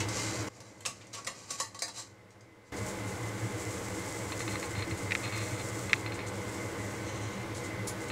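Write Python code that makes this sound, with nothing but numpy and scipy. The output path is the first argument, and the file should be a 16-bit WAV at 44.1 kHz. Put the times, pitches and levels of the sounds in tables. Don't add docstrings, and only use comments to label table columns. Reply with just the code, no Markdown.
import sys
import numpy as np
from scipy import signal
from scipy.fft import rfft, irfft, next_fast_len
from scipy.io import wavfile

SR = 44100
rng = np.random.default_rng(int(sys.argv[2]) if len(sys.argv) > 2 else 0)


def pcm_store(signal):
    levels = np.round(np.clip(np.atleast_2d(signal), -1, 1) * 32767)
    wavfile.write(sys.argv[1], SR, levels.astype(np.int16).T)


N = 357651
TIME = np.arange(N) / SR


def from_db(db):
    return 10 ** (np.asarray(db) / 20)


def rms_one(x):
    return x / np.sqrt(np.mean(x ** 2) + 1e-20)


def gain_curve(rows):
    return from_db(np.interp(TIME, *np.transpose(rows)))


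def gain_at(spectrum, hz):
    points_hz, db = np.transpose(spectrum)
    return from_db(np.interp(np.log(hz + 1), np.log(points_hz), db))


def colour(x, spectrum):
    size = next_fast_len(len(x))
    gain = gain_at(spectrum, np.fft.rfftfreq(size, 1 / SR))
    return rms_one(irfft(rfft(x, size) * gain, size)[:len(x)])


def add(out, start_s, sound):
    start = int(np.clip(round(start_s * SR), 0, N - 1))
    out[start:start + len(sound)] += sound[:N - start]


def grains(per_s, spread_db):
    sizes = from_db(spread_db * np.minimum(rng.exponential(1, N), 4))
    return sizes * rng.choice([-1, 1], N) * (rng.random(N) < per_s / SR)


def surges(per_s, depth_db):
    moments = np.arange(0, TIME[-1] + 1, 1 / per_s)
    return from_db(depth_db * np.interp(TIME, moments, rng.standard_normal(len(moments))))


def gesture(start_s, length_s, level_db, attack_s, release_t60, sag_db_per_s=0):
    t = np.maximum(TIME - start_s, 0)
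    sag_db = sag_db_per_s * np.clip(t - attack_s, 0, length_s)
    release_db = 60 * np.maximum(t - length_s, 0) / release_t60
    return np.minimum(t / attack_s, 1) * from_db(level_db - sag_db - release_db)


def damped_body(x, resonances):
    out = 0
    for hz, width_hz, db in resonances:
        r = np.exp(-np.pi * width_hz / SR)
        gain = (1 - r * r) / 2
        section = [gain, 0, -gain, 1, -2 * r * np.cos(2 * np.pi * hz / SR), r * r]
        out = out + from_db(db) * signal.sosfilt([section, section], x + 1e-18)
    return out


def struck(modes, t, vary_db=1.5, split=0.00705):
    out = 0
    for hz, db, t60 in modes:
        for pair_hz in hz * (1 + split * rng.standard_normal(2)):
            decay = from_db(db + vary_db * rng.normal() - 60 * t / t60)
            out = out + decay * np.sin(2 * np.pi * (pair_hz * t + rng.random()))
    return out / np.sqrt(2)


# frequency_hz, density_db
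AIR_SPECTRUM = [(20, -81), (45, -82.5), (100, -84), (160, -86.5), (260, -76.5), (560, -76), (800, -79.5),
                (1150, -78.5), (1400, -81.5), (2150, -81.5), (2500, -87.5), (4500, -93), (7500, -95),
                (15500, -109)]
# pitch_hz, width_hz, density_db
DUCT_HUMS = [(76.5, 15.5, -69), (108.3, 17.1, -56.5), (129.6, 14, -68), (192.2, 26, -65), (250, 10, -75.5),
             (281, 10.8, -66), (324.5, 32.6, -64.5), (405, 32, -71), (484, 44, -67), (550, 15.5, -70.5),
             (618.6, 9.5, -69.5), (851.4, 36, -73), (996, 16, -76.5), (1064, 20, -73.5), (1460, 4.5, -72),
             (1516, 26, -75.5), (1925, 4.4, -75), (2034, 8.6, -67.5), (2048, 26, -73.5), (2090, 13.7, -69),
             (2160, 5.7, -77.5), (2243, 9.1, -72)]


def fan():
    size = next_fast_len(N)
    hz = np.fft.rfftfreq(size, 1 / SR)
    power = gain_at(AIR_SPECTRUM, hz) ** 2
    for pitch_hz, width_hz, density_db in DUCT_HUMS:
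        power = power + from_db(density_db) ** 2 * .5 ** ((2 * (hz - pitch_hz) / width_hz) ** 2)
    phases = np.exp(2j * np.pi * rng.random(len(hz)))
    return irfft(np.sqrt(power * size * SR / 2) * phases, size)[:N]


# start_s, peak_db
LOW_BUMPS = [(4.67, -36), (4.776, -34), (4.917, -30.5), (5.52, -40), (5.859, -34)]
# pitch_hz, width_hz, level_db
BUMP_RESONANCE = [(99, 29, 0)]


def bumps():
    out = np.zeros(N)
    bump = damped_body(signal.unit_impulse(SR // 4), BUMP_RESONANCE)
    for start_s, peak_db in LOW_BUMPS:
        add(out, start_s, from_db(peak_db) * bump / np.abs(bump).max())
    return out


# start_s, peak_db
PLASTIC_TICKS = [(4.3203, -29.5), (4.405, -29), (4.4786, -27.5), (4.556, -27.5), (4.6282, -28.5),
                 (4.752, -36), (4.823, -30), (4.911, -31.5), (5.233, -32), (5.3235, -35), (5.597, -33.5),
                 (5.896, -28), (5.96, -36), (6.0617, -30), (6.121, -33), (6.191, -32.5), (6.204, -38),
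                 (8.101, -29.5)]
# pitch_hz, width_hz, level_db
PLASTIC_BODY = [(1200, 350, -1), (2070, 620, 2.5), (2480, 100, -2), (3640, 360, -3.5), (4157, 167, 2)]
# pitch_hz, width_hz, level_db
REBOUND_RING = [(4170, 130, -3.5), (2640, 280, -3)]
# start_s, length_s, level_db
PLASTIC_CREAKS = [(4.49, .06, -47.5), (4.752, 0.076, -45.5), (5.223, .05, -42.5), (5.312, 0.13, -43.5),
                  (5.462, .16, -51.5)]


def plastic(rattle_db=-25.5, rattle_t60=0.073, rebound_s=.012):
    out, t = np.zeros(N), np.arange(SR // 16) / SR
    rebound = damped_body(signal.unit_impulse(len(t), int(rebound_s * SR)), REBOUND_RING)
    for start_s, peak_db in PLASTIC_TICKS:
        contact = rng.standard_normal(len(t)) * from_db(rattle_db - 60 * t / rattle_t60)
        contact[0] = 1
        tick = damped_body(contact, PLASTIC_BODY) + rebound
        add(out, start_s, from_db(peak_db) * tick / np.abs(tick).max())
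    strain = sum(gesture(*creak, attack_s=.012, release_t60=0.14, sag_db_per_s=9)
                 for creak in PLASTIC_CREAKS)
    creaking = rms_one(damped_body(grains(per_s=600, spread_db=-0.5), PLASTIC_BODY))
    return out + strain * creaking


# start_s, peak_db, upper_resonances_db, ring_db
CLOSE_SNAPS = [(5.1082, -25, 1, -4), (5.111, -24, 0, -4), (5.1199, -16.5, 13, 5), (5.122, -18.5, 8, 14.5),
               (5.1517, -15.5, -1, -10), (5.9317, -6.5, 2.5, 0.5)]
# pitch_hz, width_hz, level_db
SNAP_RESONANCES = [(1290, 160, -3), (2080, 760, 2.5), (3610, 560, -8), (5400, 900, -15.5), (6600, 670, -22)]
# delay_s, level_db
NEAR_REFLECTIONS = [(.0014, -33), (.0029, -16), (.0043, -19), (.0058, -15), (.007, -11.5)]


def snaps(ring_hz=2660, ring_width_hz=120):
    out, click = np.zeros(N), signal.unit_impulse(SR // 20)
    reflected = click.copy()
    for delay_s, level_db in NEAR_REFLECTIONS:
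        reflected[int(delay_s * SR)] += from_db(level_db)
    lowest, *upper = SNAP_RESONANCES
    for start_s, peak_db, upper_db, ring_db in CLOSE_SNAPS:
        body = [lowest] + [(hz, width_hz, db + upper_db) for hz, width_hz, db in upper]
        snap = damped_body(reflected, body) - damped_body(click, [(ring_hz, ring_width_hz, ring_db)])
        add(out, start_s, from_db(peak_db) * snap / np.abs(snap).max())
    return out


# start_s, level_db, length_s, sizzle_share
BEAN_SLIPS = [(2.763, -48.5, 0.022, 0.15), (2.881, -48.5, .02, 0.3), (3.075, -52.5, 0.02, 0.4),
              (4.39, -45, .03, .1), (4.972, -48, 0.014, 0.3), (6.139, -50, .02, 0),
              (6.264, -47.5, 0.022, 0), (7.545, -48.5, 0.037, 0.1), (7.638, -49, 0.02, 0),
              (7.87, -39, 0.02, 0.77), (8.08, -50, 0.0065, .2)]
# frequency_hz, level_db
RUSTLE_SPECTRUM = [(2000, -25), (4000, -2), (5500, -3), (7000, 4), (8500, 0.5), (10000, -11), (16000, -30)]
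# frequency_hz, level_db
SIZZLE_SPECTRUM = [(2000, -28), (4000, -10), (6800, 1), (8500, -5), (10500, 1), (12000, -16), (13000, -10),
                   (16000, -23)]


def beans(rise_s=0.0038, tail_t60=0.14):
    rustle = colour(grains(per_s=3900, spread_db=2.0), RUSTLE_SPECTRUM)
    sizzle = colour(grains(per_s=5000, spread_db=1.0), SIZZLE_SPECTRUM)
    out = 0
    for start_s, level_db, length_s, sizzle_share in BEAN_SLIPS:
        slip = gesture(start_s, length_s, level_db, rise_s, tail_t60)
        out = out + slip * (np.sqrt(1 - sizzle_share) * rustle + np.sqrt(sizzle_share) * sizzle)
    return out


# start_s, length_s, relative_db
SALT_PINCHES = [(2.72, 0.82, -52.5), (3.52, 1.18, -47), (4.95, 1.02, -47.5), (6.3, 0.67, -51),
                (7.54, 0.091, -54), (7.93, .17, -53.5)]
# frequency_hz, level_db
SALT_SPECTRUM = [(2000, -16), (4000, -9), (5200, -5.5), (6500, -1), (7600, 1.5), (9000, -5.5),
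                 (11000, -13.5), (13000, -17), (16000, -21)]
# frequency_hz, level_db
FINGERTIP_SPECTRUM = [(1800, -20), (2600, -2), (3100, -1), (3500, -8), (4200, 1), (4700, -26), (5800, -1),
                      (6500, 2), (7300, -3), (8200, -4), (10000, -20), (16000, -51)]


def salt(gain_db=-2.0, coarse_db=-11.5):
    trickle = (2.72, 3.2, -51)
    pinches = [gesture(*pinch, attack_s=.08, release_t60=0.58) for pinch in [*SALT_PINCHES, trickle]]
    flow = from_db(gain_db) * np.max(pinches, axis=0) * surges(per_s=35, depth_db=2.0)
    fine = rms_one(grains(per_s=7000, spread_db=2.5))
    coarse = from_db(coarse_db) * rms_one(grains(per_s=120, spread_db=6.0))
    rubbing = gesture(start_s=7.0, length_s=.33, level_db=-51, attack_s=0.12, release_t60=0.7)
    rubbing *= surges(per_s=30, depth_db=3.5)
    grit = colour(grains(per_s=4000, spread_db=1.5), FINGERTIP_SPECTRUM)
    return flow * colour(fine + coarse, SALT_SPECTRUM) + rubbing * grit


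def hand_weight():
    return gesture(start_s=0.485, length_s=1, level_db=-1, attack_s=.08, release_t60=1.1)


# pitch_hz, width_hz, level_db
SINK_FLOOR = [(136, 70, 1.5), (228, 88, 1), (517, 370, -3)]


def pot_rumble(gain_db=-45.5):
    grinding = rms_one(damped_body(grains(per_s=600, spread_db=3.0), SINK_FLOOR))
    return from_db(gain_db) * hand_weight() * grinding


# frequency_hz, level_db
MESH_SPECTRUM = [(100, -10.5), (300, -23), (550, -10.5), (1150, -2.5), (1450, -5.5), (1950, -6), (2500, -6),
                 (3500, -7), (4600, -1.5), (7000, 1.5), (8300, -1.5), (10000, -12.5), (12000, -19.5),
                 (16000, -32)]
# pitch_hz, level_db, t60_s
POT_RING = [(504, -15.5, 0.29), (540, -7, 0.24), (650, -11, 0.2), (698, -12.5, 0.33), (907, -6.5, 0.28),
            (1119, 1.5, 0.19), (1168, -8.5, 0.27), (1228, -10, 0.32), (1810, -10.5, 0.24),
            (1950, -10, 0.27), (2260, -16, .16), (2750, -13, 0.24), (3470, -18, .14), (5850, -2, 0.17),
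            (6490, -18, 0.16), (6900, -17, 0.16), (8050, -10, 0.13), (8400, -13, 0.13), (9300, -13, 0.11),
            (9400, -17, 0.13)]
# pitch_hz, level_db, t60_s
HOOP_RING = [(3933, -4, 0.24), (4120, -7, 0.27), (4200, -8, 0.28), (4536, -6, .17), (4830, 1, 0.15),
             (5350, -5.5, 0.15), (6200, -6, .15), (7490, 3, 0.14)]


def metal_ring(low_db, clank_db, hoop_db, modes_db=-6.0, mesh_t60=0.22, crack_db=3.0, crack_t60=0.018):
    t = np.arange(SR // 2) / SR
    mesh = colour(rng.standard_normal(len(t)), MESH_SPECTRUM)
    mesh *= from_db(-60 * t / mesh_t60) + from_db(crack_db - 60 * t / crack_t60)
    modes = struck(POT_RING, t) + from_db(hoop_db) * struck(HOOP_RING, t)
    ring = mesh + from_db(modes_db) * modes
    low = signal.sosfilt(signal.butter(1, [450, 1400], "band", fs=SR, output="sos"), ring)
    clank = signal.sosfilt(signal.butter(1, [2200, 3200], "band", fs=SR, output="sos"), ring)
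    return ring + (from_db(low_db) - 1) * low + (from_db(clank_db) - 1) * clank


# start_s, swell_s, length_s, level_db
RIM_PUSHES = [(0.063, .12, 0.36, -38.5), (.51, .05, .06, -44), (0.627, .03, 0.098, -46),
              (.91, .04, .09, -45), (1.125, 0.013, 0.052, -28.5), (1.333, 0.027, 0.15, -36.5),
              (1.475, 0.026, 0.086, -29.5), (1.575, .02, .03, -26), (1.931, 0.048, 0.075, -28.5),
              (2.64, .03, .05, -49)]
# time_s, gain_db
HOOP_RELEASE = [(1.3, -25), (1.5, -8), (1.8, 3.5), (2.05, 3), (2.25, -4)]


def colander_slide(singing_db=-6.5):
    effort = gesture(start_s=0.48, length_s=1.6, level_db=-49, attack_s=.03, release_t60=.45)
    for start_s, swell_s, length_s, level_db in RIM_PUSHES:
        push = gesture(start_s, length_s, level_db, swell_s, release_t60=0.26, sag_db_per_s=28)
        effort = np.hypot(effort, push)
    slips = grains(per_s=3500, spread_db=3.5)
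    ring = metal_ring(low_db=3.0, clank_db=1.5, hoop_db=3.5, modes_db=-8.5)
    ringing = rms_one(signal.fftconvolve(slips, ring)[:N])
    rasp = rms_one(ringing + colour(slips, MESH_SPECTRUM))
    hoop = signal.fftconvolve(slips, struck(HOOP_RING, np.arange(SR // 2) / SR))[:N]
    singing = from_db(singing_db) * gain_curve(HOOP_RELEASE) * rms_one(hoop)
    return effort * (rasp + singing)


# start_s, level_db, chatter_s, low_ring_db, clank_db
RIM_KNOCKS = [(0.001, -36.5, .008, 4, 14), (0.086, -43, .002, -17, -7), (0.471, -47.5, .005, 7, 3),
              (0.604, -36.5, .003, 7.5, -4), (0.806, -38, .003, -8, -1), (.852, -23.5, 0.0038, -3, 12),
              (0.8577, -17.5, 0.0075, -5, 4), (1.008, -40, .015, -3, 25), (1.068, -43.5, .002, -10, 0),
              (1.136, -28.5, .02, 6, 14), (1.178, -31, .012, 18, -2), (1.247, -31.5, .002, -10, -1),
              (1.268, -19, .007, 8, 6), (1.505, -20.5, .004, -19, -3), (1.6, -15.5, .003, 2, -1),
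              (1.746, -30, .005, 8, 2), (1.79, -28, .004, -10, -15), (1.821, -16, 0.0022, 4, -13),
              (1.879, -27.5, .012, 7, 2), (1.971, -31, .03, -2, -11), (2.306, -47.5, .002, -10, 0),
              (2.407, -47, .002, -10, -2)]


def sink_thuds(relative_db=-14, t60_s=0.2, onset_s=0.02):
    out, t = np.zeros(N), np.arange(SR // 4) / SR
    for start_s, level_db, *_ in RIM_KNOCKS:
        thud = damped_body(rng.standard_normal(len(t)) * from_db(-60 * t / t60_s), SINK_FLOOR)
        add(out, start_s, from_db(level_db + relative_db) * thud / np.std(thud[:int(onset_s * SR)]))
    return hand_weight() * out


def colander_knocks(chatter_per_s=1200, onset_s=0.021):
    out, t = np.zeros(N), np.arange(SR // 16) / SR
    for start_s, level_db, chatter_s, low_db, clank_db in RIM_KNOCKS:
        contact = rng.standard_normal(len(t)) * (rng.random(len(t)) < chatter_per_s / SR)
        contact *= t < chatter_s
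        contact[0] = 1
        hoop_db = np.interp(start_s, *np.transpose(HOOP_RELEASE))
        knock = signal.fftconvolve(contact, metal_ring(low_db, clank_db, hoop_db))
        add(out, start_s, from_db(level_db) * knock / np.std(knock[:int(onset_s * SR)]))
    return out


def scene():
    colander = colander_slide() + pot_rumble() + colander_knocks() + sink_thuds()
    seasoning = salt() + beans()
    handling = snaps() + plastic() + bumps()
    return (fan() + colander + seasoning + handling)[None]


# time_s, gain_db
LEVEL_DIP = [(.485, 2), (.489, -15), (2.718, -16.5), (2.722, 1.5)]


def record(dry):
    cutoff_hz = 15680
    lowpass = signal.ellip(12, .1, 80, cutoff_hz, fs=SR, output="sos")
    return signal.sosfilt(lowpass, dry * gain_curve(LEVEL_DIP))


dry = scene()
out = record(dry)
pcm_store(out)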